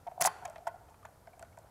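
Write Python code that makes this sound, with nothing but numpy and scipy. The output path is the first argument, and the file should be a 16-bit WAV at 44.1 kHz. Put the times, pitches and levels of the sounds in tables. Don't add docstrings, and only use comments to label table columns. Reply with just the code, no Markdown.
import sys
import numpy as np
from scipy import signal
from scipy.fft import rfft, irfft
from scipy.io import wavfile
from scipy.ndimage import uniform_filter1d

SR = 44100
rng = np.random.default_rng(int(sys.argv[2]) if len(sys.argv) > 2 else 0)


def boost(x):
    u = np.asarray(x, float) / 20
    return 10 ** u


def bounce(signal):
    frames = np.transpose(np.atleast_2d(signal))
    limited = np.clip(frames, -1, 1)
    pcm = np.round(limited * 32767).astype(np.int16)
    wavfile.write(sys.argv[1], SR, pcm)


N = 74970

# f/Hz, density/dB per Hz
AIR_SPECTRUM = [
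    (15, -17),
    (25, -8.5),
    (92, 4),
    (256, -12),
    (591, -8),
    (659, -6),
    (2840, -29),
    (12500, -28),
    (16000, -38),
]
# t/s, level/dB
RUB_LEVEL = [
    (0, -55.5),
    (.22, -69),
    (.5, -42.5),
    (.75, -79),
    (1.0, -57),
    (1.3, -78),
    (1.7, -51),
]
# t/s, tip peak/dB, tip f/Hz, plastic level/dB
TICKS = [(0.0656, -70, 6380, -60), (0.0706, -55, 6040, -43.5), (0.1137, -54, 9450, -53.5),
         (0.452, -34, 7740, -43.5), (0.4546, -32.5, 7070, -36), (0.4778, -47, 8000, -48),
         (0.4986, -42, 8360, -54), (0.559, -50, 5900, -40), (0.5811, -50, 5100, -52.5),
         (0.6692, -38, 5450, -39.5), (0.6723, -35.5, 8240, -37), (0.6775, -37, 7460, -45),
         (0.7573, -61, 6600, -66), (0.8841, -84, 6150, -53), (0.897, -56, 7100, -70),
         (0.9026, -55, 7200, -78), (0.909, -62, 7190, -63), (0.942, -68, 9260, -55),
         (1.0287, -61, 9300, -55.5), (1.053, -42.5, 7460, -42.5), (1.0872, -56, 8560, -67),
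         (1.2718, -54, 5456, -57), (1.332, -73, 5686, -56.5), (1.3943, -40.5, 8166, -47.5),
         (1.4184, -54, 7760, -67), (1.4256, -40.5, 7500, -48.5), (1.426, -54, 3500, -64),
         (1.4265, -47.5, 4860, -60), (1.4475, -63, 8434, -53), (1.527, -70, 5274, -65),
         (1.5735, -52, 7700, -53.5), (1.5872, -44, 7937, -63)]
# t/s, tip peak/dB, tip f/Hz, plastic level/dB
RATTLE = [(.2056, -32, 7900, -43), (.2072, -30, 6150, -48), (.2102, -14, 10500, -26),
          (.2128, -18.5, 11100, -37), (.2147, -13, 9700, -28), (.217, -19, 7000, -34.5),
          (.219, -34, 10800, -29), (.2217, -10, 6360, -32), (.2224, -14, 10260, -30),
          (.2245, -24.5, 5950, -31.5), (.2328, -26.5, 6500, -35), (.235, -28, 5440, -43),
          (.2376, -24, 7400, -39.5), (.2397, -26.5, 6960, -38), (.2418, -15.5, 7540, -48),
          (.2445, -20.5, 5840, -44), (.2492, -24, 9000, -20.5), (.2125, -22.5, 3320, -43),
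          (.258, -34, 4580, -49), (.2512, -17.5, 9600, -29.5), (.2553, -16, 8300, -37),
          (.2575, -16, 10000, -42), (.2587, -11, 7320, -45), (.2622, -14, 10300, -40.5),
          (.2645, -19.5, 6300, -36), (.2664, -14.5, 10400, -39), (.2677, -17, 6280, -37),
          (.2718, -15.5, 9100, -28), (.2735, -24.5, 5840, -24.5), (.2765, -29, 7000, -44),
          (.681, -46.5, 12400, -50)]
# f/Hz, level/dB, T60/s
PLASTIC_MODES = [(1066, -11, 0.063), (1200, -15.5, 0.056), (1370, -0.5, 0.0087), (1673, -5.5, 0.0069),
                 (1930, -1, 0.0066), (2313, -4.5, 0.0056), (3080, -16.5, 0.013)]
# t/s, peak/dB, f/Hz, hold/s
SLIP_KNOCKS = [(.067, -37.5, 730, 0.0042), (.075, -37.5, 686, 0.0086), (.080, -39, 703.1, 0.0011),
               (.102, -52, 708.4, .004), (.113, -50.5, 847, 0.0028), (.119, -41.5, 697.6, 0.0019),
               (.143, -57, 720, 0.0032), (.158, -54, 736.3, 0.0067), (.178, -36, 720, 0.0018),
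               (.198, -32.5, 713.7, 0.0057), (.207, -30.5, 730.5, 0.0069), (.213, -36.5, 632.3, 0.0071),
               (.221, -29, 713, 0.0066), (.240, -37.5, 720.7, 0.0093), (.2502, -22, 798, 0.0015),
               (.258, -23, 710.4, 0.0017), (.268, -25, 669.6, 0.002), (.274, -30, 885, 0.0031),
               (.285, -36, 862.5, 0.0014)]
# t/s, peak/dB, f/Hz, hold/s
TURN_KNOCKS = [(.417, -48, 744, 0.0022), (.423, -43, 720, 0.0013), (.430, -55, 734.8, 0.0016),
               (.451, -39.5, 720, 0.0014), (.4555, -32.5, 725, 0.0027), (.467, -45.5, 698, 0.0087),
               (.481, -40.5, 620.5, 0.0066), (.502, -40, 666, 0.0025), (.523, -54, 680.3, .002),
               (.561, -40.5, 674.7, 0.003), (.582, -43, 655.3, 0.007), (.604, -53, 698.3, .004),
               (.621, -48, 720, 0.0079), (.656, -46.5, 667, 0.0055), (.6695, -35.5, 693, 0.001),
               (.6725, -29.5, 692.5, 0.0021), (.680, -35.5, 674.7, 0.0062), (.711, -50.5, 667, 0.0061),
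               (.742, -43, 718.3, 0.0051), (.758, -47.5, 709.6, 0.004), (.809, -53, 705.2, 0.01),
               (.886, -52, 697.4, 0.0031), (.907, -55.5, 889, 0.019), (.942, -58.5, 928.5, 0.0051),
               (1.049, -45, 649.7, 0.0039), (1.087, -55.5, 740.3, 0.0062), (1.275, -44.5, 682, 0.0047),
               (1.332, -54.5, 716, 0.012), (1.375, -53, 697, 0.0017), (1.395, -54, 737, 0.0024),
               (1.410, -48, 669.4, 0.0081), (1.427, -42.5, 668, 0.0094), (1.576, -46, 668, 0.0018),
               (1.588, -49.5, 651, 0.0017), (1.644, -53, 624, 0.0022)]
# t/s, peak/dB, f/Hz, hold/s
HIGH_KNOCKS = [(0.074, -43, 890, 0.0026), (0.071, -60, 2200, 0.0041), (0.084, -55, 873, .001),
               (0.267, -39.5, 403, 0.0072), (0.214, -42, 403, 0.0047), (1.05, -53, 1110, .001),
               (1.049, -52.5, 1743, 0.00091), (1.331, -64, 2300, .001), (0.2517, -34, 1120, .001),
               (0.4244, -55, 920, 0.0026), (0.43, -44.5, 897, .002), (0.425, -53, 1445, 0.0022),
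               (0.453, -42, 919, 0.0053), (0.449, -50, 1710, .002), (0.543, -58, 910, 0.0022),
               (0.558, -47, 910, 0.0012), (.6695, -34.5, 915.4, 0.0056), (.670, -41.5, 1444, 0.0018),
               (.682, -51.5, 1976, 0.0034), (0.689, -47.5, 950, 0.0026), (1.029, -54, 1200, 0.0046),
               (1.053, -46.5, 890, 0.0028), (1.05, -47, 1400, 0.00081), (1.272, -55, 1556, 0.001),
               (1.275, -62, 2153, 0.0018), (1.426, -51, 1450, 0.0018), (1.526, -67.5, 2200, 0.0022),
               (1.574, -56, 1494, 0.00055), (1.575, -49.5, 927, 0.0019)]
# t/s, level/dB
THUMPS = [
    (0.213, -46),
    (0.26, -47.5),
]
# f/Hz, T60/s, level/dB
ECHO_BANDS = [
    (336, 0.64, -20),
    (820, 0.92, -34.5),
    (1400, 0.53, -21),
    (2710, 1, -28),
    (4950, 1, -38.5),
    (8560, 0.75, -36),
    (13760, 0.24, -25.5),
]

AIR_DB, RUMBLE_TOP_HZ, RUMBLE_SWAY_DB = -60.5, 130, 2
RUB_PER_S, RUB_HZ, RUB_HIGH_HZ, RUB_HIGH_DB = 450, 720, 1360, -3.5
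TICK_RISE_S, TICK_T60_S, TICK_TAIL_DB, TICK_TAIL_T60_S = .0009, .004, -21, .02
TICK_LOW_RATIO, TICK_TOP_RATIO = .62, 1.47
TICK_RING_DB, TICK_RING_T60_S, TICK_RING_GRIT = -1.5, .005, .45
PLASTIC_DB, BLOW_T60_S, BLOW_GRIT, MOUNT_LOW_HZ = -8.5, .049, .71, 770
KNOCK_ATTACK_S, KNOCK_RELEASE_S, KNOCK_SAG_DB_PER_S = .003164, .0034, 316
KNOCK_TAIL_DB, KNOCK_TAIL_T60_S, KNOCK_ROUGH, KNOCK_GAIN_DB = -25.5, .08, .15, 2
PARTNER_RATIO, PARTNER_DB, TUBE_LOW_HZ = 1.287, -14.5, 450
THUMP_HZ, THUMP_T60_S, HOLLOW_HZ, HOLLOW_DB = 161.6, .16, 395.6, -7.5
ECHO_DB, ECHO_RISE_S = -35, .0011
RACK_HZ, RACK_WIDTH_HZ, RACK_T60_S, RACK_DB = 4450, 450, .5, -62


def rms_one(x):
    return x / np.sqrt(np.mean(x ** 2) + 1e-20)


def band(x, low_hz, high_hz):
    return signal.sosfilt(signal.butter(2, [low_hz, min(high_hz, .45 * SR)], "band", fs=SR, output="sos"), x)


def ring(clicks, hz, t60_s):
    r = boost(-60 / (t60_s * SR))
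    w = 2 * np.pi * hz / SR
    return signal.lfilter([0, np.sin(w)], [1, -2 * r * np.cos(w), r * r], clicks + 1e-18)


def add(out, s, x):
    i = int(s * SR)
    out[i:i + len(x)] += x[:len(out) - i]


def air():
    hz, db = np.transpose(AIR_SPECTRUM)
    shape = boost(np.interp(np.log(np.fft.rfftfreq(N, 1 / SR) + 1), np.log(hz), db))
    noise = rms_one(irfft(rfft(rng.standard_normal(N)) * shape, N))
    rumble = signal.sosfiltfilt(signal.butter(2, RUMBLE_TOP_HZ, fs=SR, output="sos"), noise)
    sway = np.interp(np.arange(N), np.linspace(0, N, 24), rng.standard_normal(24))
    return boost(AIR_DB) * (noise + rumble * (boost(RUMBLE_SWAY_DB * sway) - 1))


def rubbing():
    slips = rng.random(N) < RUB_PER_S / SR
    push = rng.standard_normal(N)
    grains = slips * push * boost(0.67 * np.minimum(rng.exponential(1, N), 2))
    body = rms_one(ring(grains, RUB_HZ, 0.013) + 3.9 * ring(grains, 840, 0.033))
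    body += boost(RUB_HIGH_DB) * rms_one(ring(grains, RUB_HIGH_HZ, 0.022))
    s, db = np.transpose(RUB_LEVEL)
    return boost(np.interp(np.arange(N) / SR, s, db) - 15) * body


def tip_crack(t, hz):
    decay = boost(-60 * t / TICK_T60_S) + boost(TICK_TAIL_DB - 60 * t / TICK_TAIL_T60_S)
    crack = rng.standard_normal(len(t)) * np.clip(t / TICK_RISE_S, 0, 1) * decay
    wide = band(crack, TICK_LOW_RATIO * hz, TICK_TOP_RATIO * hz)
    coloured = ring((t == 0) + TICK_RING_GRIT * crack, hz, TICK_RING_T60_S)
    return (wide / abs(wide).max() + boost(TICK_RING_DB) * coloured / abs(coloured).max()) / 2


def plastic_blow(t):
    blow = (t == 0) + BLOW_GRIT * rng.standard_normal(len(t)) * boost(-60 * t / BLOW_T60_S)
    return blow / np.sqrt(np.sum(blow ** 2)) * 2


def ticks():
    tip, blows = np.zeros(N), np.zeros(N)
    t = np.arange(SR // 20) / SR
    for s, db, hz, plastic_db in list(RATTLE) + list(TICKS):
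        add(tip, s, boost(db) * tip_crack(t, hz))
        add(blows, s, boost(plastic_db + PLASTIC_DB) * plastic_blow(t))
    mount = sum(boost(db) * ring(blows, hz, t60_s) for hz, db, t60_s in PLASTIC_MODES)
    return tip + band(mount, MOUNT_LOW_HZ, SR)


def touch(t, hold_s):
    rise = np.sin(np.pi / 2 * np.clip(t / KNOCK_ATTACK_S, 0, 1)) ** 2
    damped = np.exp(-(np.maximum(t - KNOCK_ATTACK_S - hold_s, 0) / KNOCK_RELEASE_S) ** 2)
    fall = boost(-KNOCK_SAG_DB_PER_S * t) * damped
    return rise * (fall + boost(KNOCK_TAIL_DB - 60 * t / KNOCK_TAIL_T60_S))


def knocks():
    swing, high = np.zeros(N), np.zeros(N)
    t = np.arange(SR // 8) / SR
    rows = list(SLIP_KNOCKS) + list(TURN_KNOCKS)
    lead_s = KNOCK_ATTACK_S / 2
    for s, db, hz, hold_s in rows:
        add(swing, s - lead_s, boost(db + KNOCK_GAIN_DB) * touch(t, hold_s))
    for s, db, hz, hold_s in HIGH_KNOCKS:
        add(high, s - lead_s, boost(db + KNOCK_GAIN_DB) * touch(t, hold_s) * np.sin(2 * np.pi * hz * t))
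    s, _, hz, _ = np.transpose(rows)
    latest = np.maximum(np.searchsorted(s - lead_s, np.arange(N) / SR) - 1, 0)
    phase = 2 * np.pi * np.cumsum(uniform_filter1d(hz[latest], size=64)) / SR
    low = swing * (np.sin(phase) + boost(PARTNER_DB) * np.sin(PARTNER_RATIO * phase))
    wobble = 1 + KNOCK_ROUGH * rms_one(band(rng.standard_normal(N), 60, 400))
    return band(band((low + high) * wobble, TUBE_LOW_HZ, SR), TUBE_LOW_HZ, SR)


def thumps():
    clicks = np.zeros(N)
    for s, db in THUMPS:
        clicks[int(s * SR)] = boost(db)
    return ring(clicks, THUMP_HZ, THUMP_T60_S) + boost(HOLLOW_DB) * ring(clicks, HOLLOW_HZ, THUMP_T60_S / 2)


def shop(x):
    t = np.arange(SR) / SR
    echo = np.zeros(SR)
    for hz, t60_s, db in ECHO_BANDS:
        noise = rms_one(band(rng.standard_normal(SR), hz / 1.23, hz * 1.336))
        echo += boost(db - 60 * t / t60_s + ECHO_DB) * noise
    rack = band(rng.standard_normal(SR), RACK_HZ - RACK_WIDTH_HZ / 2, RACK_HZ + RACK_WIDTH_HZ / 2)
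    echo += boost(RACK_DB - 60 * t / RACK_T60_S) * rms_one(rack)
    return signal.fftconvolve(x, echo * np.clip(t / ECHO_RISE_S, 0, 1))[:N]


def scene():
    work = knocks() + ticks() + thumps()
    return (work + shop(work) + rubbing() + air())[None]


def top_cut(x):
    return signal.sosfilt(signal.butter(12, 16670, fs=SR, output="sos"), x)


def record(dry):
    low_pass = signal.cheby2(10, 40, 16400, fs=SR, output="sos")
    mix = signal.sosfilt(low_pass, dry)
    return top_cut(mix)


dry = scene()
out = record(dry)
bounce(out)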